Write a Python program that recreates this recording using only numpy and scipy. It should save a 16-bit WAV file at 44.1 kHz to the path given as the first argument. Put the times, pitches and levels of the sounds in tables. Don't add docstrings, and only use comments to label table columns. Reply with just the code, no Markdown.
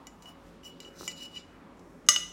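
import sys
import numpy as np
from scipy import signal
from scipy.fft import rfft, irfft
from scipy.io import wavfile
from scipy.ndimage import uniform_filter1d

SR = 44100
rng = np.random.default_rng(int(sys.argv[2]) if len(sys.argv) > 2 else 0)


def generate_wav(sig):
    pcm = np.round(np.clip(np.atleast_2d(sig).T, -1, 1) * 32767).astype(np.int16)
    wavfile.write(sys.argv[1], SR, pcm)


def ratio(d):
    e = np.asarray(d, float) / 20
    return 10 ** e


N = 102576
MAIN_RING_HZ = 2930

# pitch_hz, level_db (per Hz)
WASH = [(35, -54), (60, -14.5), (130, -12.5), (252, -1), (600, -11.5), (1100, -11.5), (2500, -23),
        (16000, -46)]
# pitch_hz, width_hz, level_db
FRIDGE = [(47, 3.7, -64), (88.1, 8, -68), (171.6, 8.6, -60.5), (208, 8, -83), (260.5, 30, -63),
          (293.6, 7.5, -73), (345.7, 5.5, -73), (553, 1.33, -66)]
INSIDE_HZ = [1997, 2300, 2929, 2965, 4000, 4930, 5895, 6982, 7300, 7560, 8091, 9130, 11300, 5300]
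# level_db, t60_s (time to fade by 60 dB)
INSIDE = [(-11, 0.12), (-7.5, 0.064), (6.7, 0.076), (-16, 0.011), (-24, .025), (-14, 0.072), (-7.5, 0.089),
          (-1.5, 0.068), (-5.5, 0.053), (-10, 0.091), (-18, 0.073), (-20, 0.066), (-15, 0.023),
          (-7.5, 0.092)]
# start_s, level_db, tilt_below_db_per_octave, tilt_above_db_per_octave, crack_db
TAPS = [
    (.0690, -54.5, 22.5, 7, -41.5),
    (.2225, -63, -5, 5.5, -49),
    (.2570, -50, -8, -20, -56),
    (.6330, -53.5, -7, -12, -75),
    (.8025, -47, -3, -3.5, -41),
    (.8480, -50, -17, -9, -68),
    (1.0775, -36.5, 20, 4.5, -36),
    (1.3605, -45.5, -22, -22, -71),
    (1.7710, -84, 10, 9, -70),
    (1.7935, -77, .1, 7, -56),
]
# pitch_hz, level_db (per Hz)
HISS = [(500, -20), (1500, -23), (4000, 5.5), (6000, 4.9), (7800, 0.5), (9000, -5.5), (12000, -8),
        (16000, -10)]
# start_s, length_s, ring_db, hiss_db, tilt_db_per_octave
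SCRAPES = [(0.189, 0.086, -68, -64.5, 6), (0.254, .045, -58.5, -56.5, 12), (0.41, 0.082, -95, -76, 8),
           (0.621, 0.055, -51.5, -54, 7.5), (0.796, 0.037, -67, -60.5, -1), (0.837, 0.04, -58, -65, 2),
           (0.917, 0.157, -67, -53.5, 4.5), (1.072, 0.045, -51, -54.5, -0.5), (1.138, 0.063, -59, -58, 0),
           (1.189, 0.067, -50, -54, 2), (1.291, 0.08, -54.5, -56.5, -1), (1.35, 0.02, -46, -55, -6),
           (1.388, 0.013, -80, -56, -6)]
# pitch_hz, t60_s
TINES = [(2750, .008), (4100, .007), (5150, .008), (6000, .008), (7300, .008), (8600, .006), (11600, .005)]
# start_s, level_db, treble_tilt_db_per_octave
KNOCKS = [
    (.862, -39, -2.5),
    (.886, -43.5, -7.5),
    (1.0095, -33, -0.5),
    (1.021, -37, -15),
    (1.031, -37.5, -0.5),
    (1.078, -37.5, 1.5),
    (2.163, -44, 8),
]
# pitch_hz, level_db, t60_s
KNOCK = [(367, -5.3, 0.044), (455, 1.5, 0.015), (864, -4.5, 0.017), (1040, 5, 0.011), (1250, 9.5, 0.0083)]
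RIM_HZ = [603, 1200, 1923, 2005, 2900, 2930, 5265, 5365, 5895, 6036, 6510, 6530, 7412, 9810]
# level_db, t60_s
RIM = [(-25.5, 0.22), (-4.5, 0.062), (-18, 0.15), (-15.5, .2), (-17.5, 0.15), (2.4, 0.046), (-1.5, 0.035),
       (0, 0.023), (-3, 0.046), (-13.5, 0.45), (-12.5, .3), (6, 0.045), (-13, 0.13), (-9, 0.047)]
FORK_HZ = [1420, 2170, 2400, 3550, 4400, 4970, 5120, 6240, 7030, 7850, 8650, 11480, 13406]
# level_db, t60_s
FORK = [(-4, 0.014), (0, 0.01), (-28, 0.06), (4, 0.0087), (-14, 0.051), (-11, 0.066), (-9.5, 0.055),
        (-14, 0.092), (-19, .06), (-12, 0.075), (-12, 0.079), (-24, 0.055), (-20, 0.046)]
# start_s, level_db, tilt_below_db_per_octave, tilt_above_db_per_octave, crack_db
BLOWS = [
    (2.0640, -61, -9, 3.8, -73),
    (2.0872, -12, -1.4, 0.033, -14.5),
]
# start_s, level_db, tilt_below_db_per_octave, tilt_above_db_per_octave, crack_db
BOUNCES = [
    (2.1612, -17, -18, -14, -34),
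    (2.2925, -70, -9, -6, -56),
]


def table(rows):
    return np.array(rows, float).T


def colour(x, points, tilt_db=0.):
    hz, db = table(points)
    f = np.maximum(np.arange(len(x) // 2 + 1) * SR / len(x), 20)
    gain_db = np.interp(np.log(f), np.log(hz), db) + tilt_db * np.log2(f / 4000)
    return irfft(rfft(x) * ratio(gain_db), len(x))


def unit(x):
    return x / np.sqrt(np.mean(x ** 2))


def mode(x, hz, t60):
    r = np.exp(-np.log(1000) / (max(t60, .002) * SR))
    w = 2 * np.pi * hz / SR
    return signal.lfilter([0, r * np.sin(w)], [1, -2 * r * np.cos(w), r * r], x)


def walk(rate):
    k = int(SR / rate)
    steps = np.repeat(rng.standard_normal(N // k + 1), k)
    return 1.3 * uniform_filter1d(uniform_filter1d(steps, k), k)[:N]


def kitchen():
    wash_db, flicker_db, swell_db = -55, 1.88, 0.13
    spectrum = rfft(unit(colour(rng.standard_normal(N), WASH)))
    f = np.arange(N // 2 + 1) * SR / N
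    swell = walk(0.85)
    out = np.zeros(N)
    for low_hz in 20 * 2. ** np.arange(11):
        octave = irfft(spectrum * (f >= low_hz) * (f < 2 * low_hz), N)
        out += octave * ratio(flicker_db * walk(8.77) + swell_db * swell)
    out *= ratio(wash_db)
    for hz, width, db in FRIDGE:
        out += ratio(db) * unit(mode(rng.standard_normal(N), hz, 3.1 / width))
    return out


def rustle():
    level_db, pitch_hz, fall_s = -57.5, 975, 0.28
    cloth = unit(mode(rng.standard_normal(N), pitch_hz, 0.0062))
    fade = np.exp(-np.arange(N) / SR / fall_s)
    return ratio(level_db + 2.7 * walk(16.7)) * fade * cloth


def strikes(rows, pitches, modes, place_db, crack_tilt_db=0):
    crack_s, crack_rise_s, contact_t60_s = 0.0026, 0.00065, 0.0018
    at, db, low_db, top_db, crack_db = table(rows)
    start = (at * SR).astype(int)
    place = rng.standard_normal((len(rows), len(modes)))
    out = np.zeros(N)
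    for k, (hz, (mode_db, t60)) in enumerate(zip(pitches, modes)):
        octaves = np.log2(hz / MAIN_RING_HZ)
        tilt_db = low_db * max(-octaves, 0) + top_db * max(octaves, 0)
        kick = np.zeros(N)
        kick[start] = ratio(db + mode_db + tilt_db + place_db * place[:, k])
        out += (-1) ** k * (mode(kick, hz, t60) - mode(kick, hz, contact_t60_s))
    t = np.arange(2048) / SR
    shape = np.exp(-t / crack_s) * np.minimum(t / crack_rise_s, 1)
    for s, c in zip(start, crack_db):
        burst = unit(colour(rng.standard_normal(len(t)), HISS, crack_tilt_db)) * shape
        out[s:s + len(t)] += ratio(c) * burst[:N - s]
    return out


def taps():
    return strikes(TAPS, INSIDE_HZ, INSIDE, place_db=1.2)


def room(x):
    level_db, t60_s, treble_t60_s, gap_s = -9, .48, .36, .004
    t = np.arange(SR // 2) / SR
    noise = rng.standard_normal(len(t))
    low = signal.lfilter(*signal.butter(1, 5000, fs=SR), noise)
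    tail = low * ratio(-60 * t / t60_s) + (noise - low) * ratio(-60 * t / treble_t60_s)
    tail = tail * np.clip(t / gap_s - 1, 0, 1)
    return ratio(level_db) * signal.fftconvolve(x, tail / np.sqrt(np.sum(tail ** 2)))[:N]


def inside_ring(x):
    out = np.zeros(N)
    for k, (hz, (db, t60)) in enumerate(zip(INSIDE_HZ, INSIDE)):
        skirt_db = 6 * abs(np.log2(hz / MAIN_RING_HZ))
        out += (-1) ** k * ratio(db - skirt_db) * mode(x, hz, t60)
    return out


def scrapes():
    slips_per_s, slip_spread_db, judder_db = 2500, 2.5, 2.5
    rise_share, fall_s = 0.5, .016
    tine_db, tine_shift = -3, .03
    lock_hz, lock_db, lock_wobble = 2935, .5, .009
    t = np.arange(N) / SR
    slip_now = rng.random(N) < slips_per_s / SR
    slips = slip_now * ratio(slip_spread_db * rng.exponential(size=N)) * rng.standard_normal(N)
    slips = unit(unit(slips) + 1.9 * rng.standard_normal(N)) * ratio(judder_db * walk(90.64))
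    chance = rng.standard_normal((len(SCRAPES), len(TINES), 2))
    wobbles = [walk(31.3) for _ in TINES]
    patches = [ratio(2.2 * w) for w in wobbles]
    out, drive = np.zeros(N), np.zeros(N)
    for (start, length, ring_db, hiss_db, tilt_db), pick in zip(SCRAPES, chance):
        rise = np.clip((t - start) / (rise_share * length), 0, 1) ** 2
        push = rise * np.exp(-np.maximum(t - start - length, 0) / fall_s)
        drive += ratio(ring_db) * push
        hiss = unit(colour(slips, HISS, tilt_db))
        tines = np.zeros(N)
        for (hz, t60), (shift, level), patch in zip(TINES, pick, patches):
            tines += ratio(3.3 * level) * patch * mode(hiss, hz * (1 + tine_shift * shift), t60)
        out += ratio(hiss_db) * push * (hiss + ratio(tine_db) * unit(tines))
    locked = np.sin(2 * np.pi * np.cumsum(lock_hz * (1 + lock_wobble * wobbles[-1])) / SR)
    loose_ring = inside_ring(slips * drive) / np.std(inside_ring(slips))
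    locked_ring = inside_ring(locked * drive) / np.std(inside_ring(locked))
    return out + loose_ring + ratio(lock_db) * locked_ring


def knocks():
    contact_t60_s = 0.0046
    at, db, top_db = table(KNOCKS)
    out = np.zeros(N)
    for hz, mode_db, t60 in KNOCK:
        kick = np.zeros(N)
        kick[(at * SR).astype(int)] = ratio(db + mode_db + top_db * np.log2(hz / 350))
        out += mode(kick, hz, t60) - mode(kick, hz, contact_t60_s)
    return out


def rim_blows():
    pitches, modes = RIM_HZ + FORK_HZ, RIM + FORK
    blow = strikes(BLOWS, pitches, modes, place_db=0)
    return blow + strikes(BOUNCES, pitches, modes, place_db=0, crack_tilt_db=9)


def scene():
    inside_wet_db = -4
    inside = taps() + scrapes() + knocks()
    rim = rim_blows()
    tail = room(rim + ratio(inside_wet_db) * inside)
    return (kitchen() + rustle() + inside + rim + tail)[None]


def band_limit(x):
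    return signal.sosfilt(signal.butter(12, 16920, fs=SR, output="sos"), x)


def record(dry):
    x = signal.sosfilt(signal.ellip(8, .2, 60, 15900, fs=SR, output="sos"), dry)
    x = signal.sosfilt(signal.butter(4, 38, "high", fs=SR, output="sos"), x)
    return band_limit(x)


dry = scene()
out = record(dry)
generate_wav(out)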